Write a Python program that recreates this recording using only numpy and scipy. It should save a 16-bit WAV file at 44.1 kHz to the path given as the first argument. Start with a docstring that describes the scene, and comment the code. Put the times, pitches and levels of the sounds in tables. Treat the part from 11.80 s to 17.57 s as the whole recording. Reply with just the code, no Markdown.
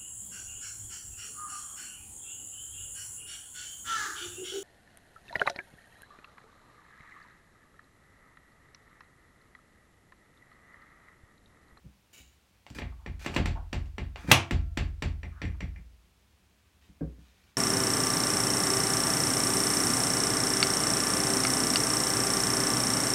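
"""A few soft bumps and a hand brushing the boards, then pine closet doors knock and boom as they are
pulled open in a small wooden cabin. The leaves stick and slip in their frame: each slip knocks the panel
and sets the closet booming, and one door breaks free with a sharp bang. Fittings tick, edges rub and a
pivot squeaks faintly, until the open door comes to rest with a dull thud over quiet room tone."""
import sys
import numpy as np
from scipy import signal
from scipy.fft import rfft, irfft, next_fast_len
from scipy.io import wavfile
from scipy.ndimage import map_coordinates

SR = 44100
rng = np.random.default_rng(int(sys.argv[2]) if len(sys.argv) > 2 else 0)


def int16_out(signal):
    """Quantize to a 16-bit WAV file."""
    q = np.round(np.clip(np.atleast_2d(signal).T, -1, 1) * 32767)
    wavfile.write(sys.argv[1], SR, q.astype(np.int16))


N = 254436
T = np.arange(SR) / SR  # seconds after a hit

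# Door slips. Each row: start in seconds, strength in dB, boom in dB relative to the strength,
# crack in dB relative to the knock's mids.
SLIPS = [(0.9853, -30.5, -9, -14.5), (1.018, -33, -5.5, -36), (1.2613, -33, -3.5, -19.5),
         (1.4613, -24.5, -15, -10.5), (1.5626, -18.5, -8.5, -13.5), (1.6573, -25, -3, -9.5),
         (1.929, -27, -3, -8.5), (2.1815, -29.5, -2.5, -16), (2.709, -23, -1, -11.5),
         (2.9725, -23, -4.5, -9.5), (3.222, -25, -3.5, -9.5), (3.4311, -35, -7, -20),
         (3.6169, -28, -4, -17.5), (3.6511, -34.5, -5.5, -17), (3.8053, -31.5, -3, -14),
         (3.9597, -44, -5.5, -36)]
# The leaf swinging out of its frame. Each row: time in seconds, how free it is from 0 to 1.
SWING = [(3.1, 0), (3.65, 0.99)]
# The bang's three quick contacts. Each row: start in seconds, level in dB, treble shelf in dB.
BANG_HITS = [(2.5146, -14, -4), (2.518, -18.5, 8.5), (2.521, -20, -13)]
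# The door meeting its stop. Each row: start in seconds, level in dB, puff in dB relative to the level.
STOP_HITS = [(5.2076, -32, -6.5), (5.226, -33.5, -4.5)]
# Soft, heavy bumps. Each row: start in seconds, level in dB, pitch the struck spot favours in Hz.
BUMPS = [(0.042, -51, 155), (0.057, -48.5, 111), (0.399, -56, 60), (0.902, -44.5, 116), (0.953, -44, 60),
         (1.584, -32.5, 162), (2.438, -41.5, 246), (2.483, -31.5, 160), (5.089, -53.5, 200),
         (5.378, -50.5, 115)]
# Fitting clicks. Each row: start in seconds, strength in dB, crack in dB relative to the mids.
TICKS = [(0.8657, -39, -10), (0.902, -46, 2), (0.948, -57, 12), (1.3948, -50, -15), (1.4147, -43, -15),
         (1.4486, -34, -23), (1.5416, -30.5, -8), (1.5472, -38.5, 5.5), (2.0575, -50.5, -4),
         (2.359, -31, -14.5)]
# Wood sliding on wood. Each row: start and length in seconds, opening and closing level in dB,
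# low shelf in dB.
RUBS = [(0.946, 0.057, -49.5, -54.5, -10), (1.391, 0.07, -55.5, -49, -17.5), (1.489, 0.096, -57, -40, 5),
        (2.364, 0.115, -56, -53, 2.5), (2.474, 0.051, -46, -24, 4)]
# Pivot squeaks. Each row: start and length in seconds, pitch in Hz, level in dB.
SQUEAKS = [(1.112, 0.021, 1020, -63), (1.176, 0.11, 1100, -66.5), (1.753, 0.03, 870, -46),
           (3.512, 0.11, 1374, -61.5), (3.741, 0.018, 1100, -63.5)]
# Strokes of hand and sleeve. Each row: start and length in seconds, level in dB.
BRUSHES = [(0.328, 0.039, -55), (0.368, 0.054, -56), (0.428, 0.12, -70)]
RUSTLES = [(5.007, 0.085, -70.5), (5.377, 0.36, -71)]

# What rings after a hit. Each row: pitch in Hz, level in dB, time to fall 60 dB in seconds.
CLOSET_MODES = [(41.3, -0.5, .75), (57.68, 3, 0.74), (70.2, -4.5, 0.34), (80.7, 0, 0.9), (87.3, 0, 0.38),
                (114, -1.5, 0.36), (124, -7, 0.28), (133.35, -6, 0.53), (159.2, -5.5, 0.34),
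                (187, -3, 0.22), (249, -6.5, 0.31), (315, -14.5, 0.39)]  # the low boom of door and closet
FITTING_MODES = [(676, 2, 1.2), (1359, -0.5, 0.9)]  # a metal fitting singing on faintly
FRAME_MODES = [(87, -0.5, 0.62), (124, -1, .35), (133, 3.5, 0.27), (240, -7.5, 0.39), (338, -6.5, 0.49),
               (660, -15, 0.12), (731, -11.5, 0.33), (814, -15, 0.25), (990, -15, .18), (1044, -16, 0.11),
               (1226, -4, 0.17), (1638, -15.5, 0.37), (2280, -9, 0.1), (2509, -8.5, 0.17),
               (2300, -6.5, 0.35), (2770, -9, .25), (3800, -12.5, .18), (6450, -16.5, .15)]  # the frame under the bang
STOP_MODES = [(61, -5, 0.53), (153.7, -1, 0.21), (177, -5.5, .22), (248.4, -5, 0.27), (281, 3.5, 0.091),
              (303, -12, 0.15), (423, -17, 0.26), (508, -34, 0.15), (536, -15.5, 0.19), (738, -20.5, 0.18),
              (1595, -22.5, 0.13)]  # the door against its stop
THUD_MODES = [(63, 0, 0.23), (118.97, -5, 0.095), (152.7, -5.5, 0.16), (168, -3, .16), (204, -9.5, 0.3),
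              (245.5, -11.5, .22), (300, -6.5, .18), (493, -23.5, 0.18), (552, -19, 0.067),
              (1760, -29, .15)]  # woodwork under a soft bump

# Resonances of the door panel, its track and the brushed boards.
# Each row: centre in Hz, width in Hz, peak level in dB.
PANEL_PEAKS = [(394, 75, -2.5), (577.5, 26, 1), (708, 32, 0.5), (850, 39, 1), (1100, 50, 0.5),
               (1610, 78, -4), (2820, 28, 3), (3385, 20, 1.5), (3780, 43, -4), (4240, 30, -3),
               (4530, 160, 1.5), (5720, 31, -4), (7300, 85, 1)]
TRACK_PEAKS = [(1820, 58, -3), (2045, 230, -2.5), (2365, 60, 1), (5700, 180, -0.5), (7610, 260, -4.5)]
BOARD_PEAKS = [(2280, 60, 8), (2940, 160, 13), (3840, 170, 6), (4700, 170, -1), (6970, 360, 5),
               (7400, 120, 6), (9600, 140, 5), (15065, 800, 0)]

# The tone of each source's noise, as an EQ curve. Each row: frequency in Hz, gain in dB.
KNOCK_EQ = [(88, -36.5), (150, -6), (328, -7.5), (484, -16), (837, -18), (1060, -21.5), (1120, -22.5),
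            (1530, -22), (2270, -19.5), (2810, -21.5), (6770, -39), (7470, -36), (10400, -53.5),
            (14500, -49.5), (16000, -67.5)]
BANG_EQ = [(60, -16.5), (100, 3), (190, -16.5), (250, -11.5), (580, -11.5), (740, -6.5), (1250, -11),
           (1550, -16), (2050, -11.5), (2650, -5.5), (4800, -20), (5900, -17.5), (7200, -25),
           (12000, -23.5), (16000, -32.5)]
PUFF_EQ = [(35, -51.5), (60, -4), (168, -10.5), (226, -13.5), (290, -2.5), (355, -13.5), (517, -13),
           (826, -34.5), (1620, -40.5), (2500, -54.5), (3250, -101), (5500, -120)]
RUB_EQ = [(120, -23.5), (200, -6.5), (612, -18), (1500, -14), (1910, -12.5), (2210, -21), (2380, -10.5),
          (2750, -24.5), (6170, -26.5), (16000, -40.5)]
BRUSH_EQ = [(400, -1.5), (1000, -9), (2000, -6), (3500, -12), (6000, -5), (9000, -12.5), (16000, -10.5)]
RUSTLE_EQ = [(300, -6.5), (1200, -1), (2500, 2), (5000, -3), (9000, -13), (16000, -16)]
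ROOM_TONE_EQ = [(15, -55.5), (25, -26), (49, -8), (70, -1.5), (145, -16.5), (200, -11), (242, -18.5),
                (335, -20.5), (516, -23.5), (1230, -25), (1370, -26), (2480, -25.5), (16000, -39)]

# The cabin's reverb. Each row: frequency in Hz, time to fall 60 dB in seconds.
CABIN_DECAY = [(150, 0.34), (420, 0.25), (1100, .3), (2900, .25), (7000, 0.24), (14000, 0.098)]

MEDIUM_SLIP_DB, MEDIUM_BUMP_DB = -27, -45.5  # hits harder than these sound woodier
ATTACK_SAMPLES = SR // 50  # hits are levelled over their first 20 ms


def door_slips():
    """Each slip knocks the panel, booms the closet and rings a fitting; the leaf then falls softly back."""
    out = np.zeros(N)
    same_spot = contact(t60=.018, room_db=-1.5, attack=.001)  # shared by every slip
    for start, db, boom_db, crack_db in SLIPS:
        blow = same_spot + .7 * contact(t60=.018, room_db=-1.5, attack=.001)
        force_db = db - MEDIUM_SLIP_DB
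        free = np.interp(start, *np.transpose(SWING))
        # Hard slips sound woody; light slips and a free leaf bring out the track.
        wood_db = 1.9 + .15 * force_db - 5.5 * free
        track_db = .89 - 1.4 * force_db + 5 * free
        rebound_db = db - 17 + 10 * free
        add(out, start, amp(db - 12) * panel(blow, wood_db, crack_db, track_db))
        add(out, start, amp(db + boom_db) * ringing(CLOSET_MODES, attack=.024, scatter_db=.5))
        add(out, start, amp(db - 45) * ringing(FITTING_MODES, attack=.0082, scatter_db=1))
        add(out, start + .02, thud(rebound_db, spot_hz=172))
    return out


def panel(blow, wood_db, crack_db, track_db):
    """A blow heard through the door: hollow wood below, panel and track ringing, the crack on top."""
    def door_gain(hz):
        body = amp(along(KNOCK_EQ, hz)) * resonant(PANEL_PEAKS, hz, lift_db=3)
        return body * resonant(TRACK_PEAKS, hz, lift_db=track_db)

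    def bands(hz):
        """Power shares of wood, mids and crack."""
        below_mids, below_crack = lowpass(hz, 1350) ** 2, lowpass(hz, 4600) ** 2
        return np.array([below_mids, below_crack - below_mids, 1 - below_crack])

    knock = coloured(blow, door_gain)
    # Balance the three bands over the attack, with the mids at 0 dB.
    attack_power = 2 * abs(rfft(knock[:ATTACK_SAMPLES]) / ATTACK_SAMPLES) ** 2
    band_power = bands(np.fft.rfftfreq(ATTACK_SAMPLES, 1 / SR)) @ attack_power
    power_gain = amp([wood_db, 0, crack_db]) ** 2 / band_power
    return coloured(knock, lambda hz: np.sqrt(abs(power_gain @ bands(hz))))


def door_bang():
    """The door breaks free in a hard, bright rattle of contacts; fitting and frame ring on."""
    out = np.zeros(N)
    for start, db, treble_db in BANG_HITS:
        crack = eq(contact(t60=.012, room_db=-4, attack=.0003), BANG_EQ)
        crack = eq(crack, [(2500, 0), (9000, treble_db)])
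        add(out, start, amp(db) * unit_attack(crack))
    first_hit = BANG_HITS[0][0]
    add(out, first_hit, amp(-48.5) * ringing(FITTING_MODES, attack=.005, scatter_db=1))
    add(out, first_hit, amp(-24) * ringing(FRAME_MODES, attack=.0022, scatter_db=1.5))
    return out


def door_stop():
    """The open door settles against its stop with a dull double thud."""
    out = np.zeros(N)
    for start, db, puff_db in STOP_HITS:
        puff = unit_attack(eq(contact(t60=.089, room_db=-3), PUFF_EQ))
        ring = ringing(STOP_MODES, attack=.0057, scatter_db=1.5)
        add(out, start, amp(db) * (amp(puff_db) * puff + ring))
    return out


def woodwork_bumps():
    """Hand and door bump softly against the woodwork."""
    out = np.zeros(N)
    for start, db, spot_hz in BUMPS:
        add(out, start, thud(db, spot_hz))
    return out


def thud(db, spot_hz):
    """A soft hit rings the low modes, most of all near spot_hz; harder hits add more woody puff."""
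    puff = unit_attack(eq(contact(t60=.12, room_db=-6), PUFF_EQ))
    puff_db = -12.5 + .8 * (db - MEDIUM_BUMP_DB)
    modes = []
    for hz, mode_db, t60 in THUD_MODES:
        octaves_off = np.log2(hz / spot_hz)
        modes.append((hz, mode_db + 9 * np.exp(-(octaves_off / .2) ** 2), t60))
    return amp(db) * (amp(puff_db) * puff + ringing(modes, attack=.003, scatter_db=2.5))


def fitting_ticks():
    """Light clicks of the fittings, too weak to move the whole door, so thin in the bass."""
    out = np.zeros(N)
    for start, db, crack_db in TICKS:
        blow = eq(contact(t60=.0074, room_db=-1.5), [(250, -17), (900, -1.5)])
        add(out, start, amp(db - 16) * panel(blow, wood_db=0, crack_db=crack_db, track_db=-6))
    return out


def edge_rubs():
    """The door's edge scrapes wood on wood, each short stroke swelling or easing off."""
    out = np.zeros(N)
    for start, length, opening_db, closing_db, body_db in RUBS:
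        scrape = eq(friction(length, rough_db=2), RUB_EQ)
        scrape = unit(eq(scrape, [(500, body_db), (3000, 0)]))
        add(out, start, scrape * amp(np.linspace(opening_db, closing_db, len(scrape))))
    return in_cabin(out, room_db=-4.5)


def pivot_squeaks(width_hz=470, swell_db_per_s=86):
    """Friction at the pivot sings in one resonance and swells as the load builds."""
    out = np.zeros(N)
    for start, length, pitch_hz, db in SQUEAKS:
        stroke = friction(length, rough_db=6)
        squeak = coloured(stroke, lambda hz: lowpass(hz - pitch_hz, width_hz / 2, order=2))
        swell = amp(swell_db_per_s * T[:len(squeak)])
        add(out, start, amp(db) * unit(squeak * swell) * signal.windows.tukey(len(squeak), .3))
    return in_cabin(out, room_db=-2.5)


def hand_and_sleeve():
    """A hand brushes the boards and wakes their bright resonances; later its sleeve rustles faintly."""
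    def board_gain(hz):
        return amp(along(BRUSH_EQ, hz)) * resonant(BOARD_PEAKS, hz, lift_db=7.5)

    out = np.zeros(N)
    for start, length, db in BRUSHES:
        add(out, start, amp(db) * unit(coloured(friction(length, rough_db=4), board_gain)))
    for start, length, db in RUSTLES:
        add(out, start, amp(db) * unit(eq(friction(length, rough_db=5.5), RUSTLE_EQ)))
    return in_cabin(out, room_db=-2)


def cabin_tail():
    """A fresh reverb tail off the plank walls, at unit energy; the top end dies first."""
    hz, t, noise = signal.stft(rng.standard_normal(SR), SR, nperseg=256)
    decay = fade(t, along(CABIN_DECAY, hz)[:, None])
    tail = signal.istft(noise * decay, SR, nperseg=256)[1][:SR]
    tail *= 1 - np.exp(-T / .0019)
    return tail / np.linalg.norm(tail)


def in_cabin(x, room_db):
    """Blend a sound with the cabin's reverb at about the same loudness."""
    wet = signal.fftconvolve(x, cabin_tail())[:N]
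    return (x + amp(room_db) * wet) / np.hypot(1, amp(room_db))


def room_tone():
    """The quiet room's bed of rumble and hiss."""
    return amp(-65.5) * unit(eq(rng.standard_normal(N), ROOM_TONE_EQ))


def contact(t60, room_db, attack=.000078):
    """A brief crack of wood and the cabin's answer; times in seconds."""
    crack = rng.standard_normal(SR) * fade(T, t60) * (1 - np.exp(-T / attack))
    return crack / np.linalg.norm(crack) + amp(room_db) * cabin_tail()


def ringing(modes, attack, scatter_db):
    """Damped modes of alternating polarity, each at a slightly new level on every hit."""
    ring = np.zeros(SR)
    for k, (hz, db, t60) in enumerate(modes):
        gain = (-1) ** k * amp(db + scatter_db * rng.normal())
        ring += gain * fade(T, t60) * np.sin(2 * np.pi * hz * T)
    return unit_attack(ring) * (1 - np.exp(-T / attack))


def friction(length, rough_db, grains_per_s=500):
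    """One sliding stroke: grainy noise with softened ends."""
    n = max(round(length * SR), SR // 200)
    grain = map_coordinates(rng.standard_normal(SR // 20), [np.arange(n) * grains_per_s / SR], order=1)
    stroke = rng.standard_normal(SR)[:n] * amp(rough_db * grain)
    return unit(stroke) * signal.windows.tukey(n, .12)


def coloured(x, gain):
    """Filter by gain(hz) at minimum phase, so nothing rings ahead of a hit."""
    size = next_fast_len(len(x) + SR // 8, True) * 2
    response = np.maximum(gain(np.fft.rfftfreq(size, 1 / SR)), 1e-6)
    cepstrum = irfft(np.log(response))
    cepstrum[1:size // 2] *= 2
    cepstrum[size // 2 + 1:] = 0
    return irfft(rfft(x, size) * np.exp(rfft(cepstrum)))[:len(x)]


def eq(x, curve):
    """Shape a sound with a curve of (Hz, dB) points."""
    return coloured(x, lambda hz: amp(along(curve, hz)))


def resonant(peaks, hz, lift_db):
    """Gain of resonant peaks standing on a flat base."""
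    powers = (amp(db + lift_db) ** 2 / (1 + (2 * (hz - centre) / width) ** 2)
              for centre, width, db in peaks)
    return np.sqrt(1 + sum(powers))


def lowpass(hz, edge_hz, order=4):
    """Gain of a smooth low-pass."""
    return 1 / np.sqrt(1 + (hz / edge_hz) ** (2 * order))


def along(points, hz):
    """Read (Hz, value) points on a log frequency axis."""
    point_hz, values = np.transpose(points)
    return np.interp(np.log(hz + 1), np.log(point_hz + 1), values)


def fade(t, t60):
    """Fall by 60 dB in t60 seconds."""
    return np.exp(-np.log(1000) * t / t60)


def amp(db):
    """Decibels to gain."""
    return 10 ** (np.asarray(db) / 20)


def unit(x):
    """Level a sound to rms 1."""
    return x / np.sqrt(np.mean(x ** 2) + 1e-20)


def unit_attack(x):
    """Level a hit to rms 1 over its attack."""
    return x / np.sqrt(np.mean(x[:ATTACK_SAMPLES] ** 2) + 1e-20)


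def add(out, start, x):
    """Mix a sound in at start seconds."""
    first = round(start * SR)
    out[first:first + len(x)] += x[:N - first]


def scene():
    """The mono mix, heard close to the door."""
    hits = door_slips() + fitting_ticks() + door_bang() + woodwork_bumps() + door_stop()
    strokes = edge_rubs() + hand_and_sleeve() + pivot_squeaks()
    return (hits + strokes + room_tone())[None]


def record(dry, low_cut_hz=30, top_hz=16000, ceiling=.93):
    """The microphone sheds deep bass, rounds off peaks near full scale and loses the very top."""
    x = signal.sosfilt(signal.butter(3, low_cut_hz, "high", fs=SR, output="sos"), dry)
    x = x / (1 + np.abs(x / ceiling) ** 6) ** (1 / 6)
    size = next_fast_len(N + SR // 4)
    in_band = np.fft.rfftfreq(size, 1 / SR) < top_hz
    return irfft(rfft(x, size) * in_band, size)[..., :N]


dry = scene()
out = record(dry)
int16_out(out)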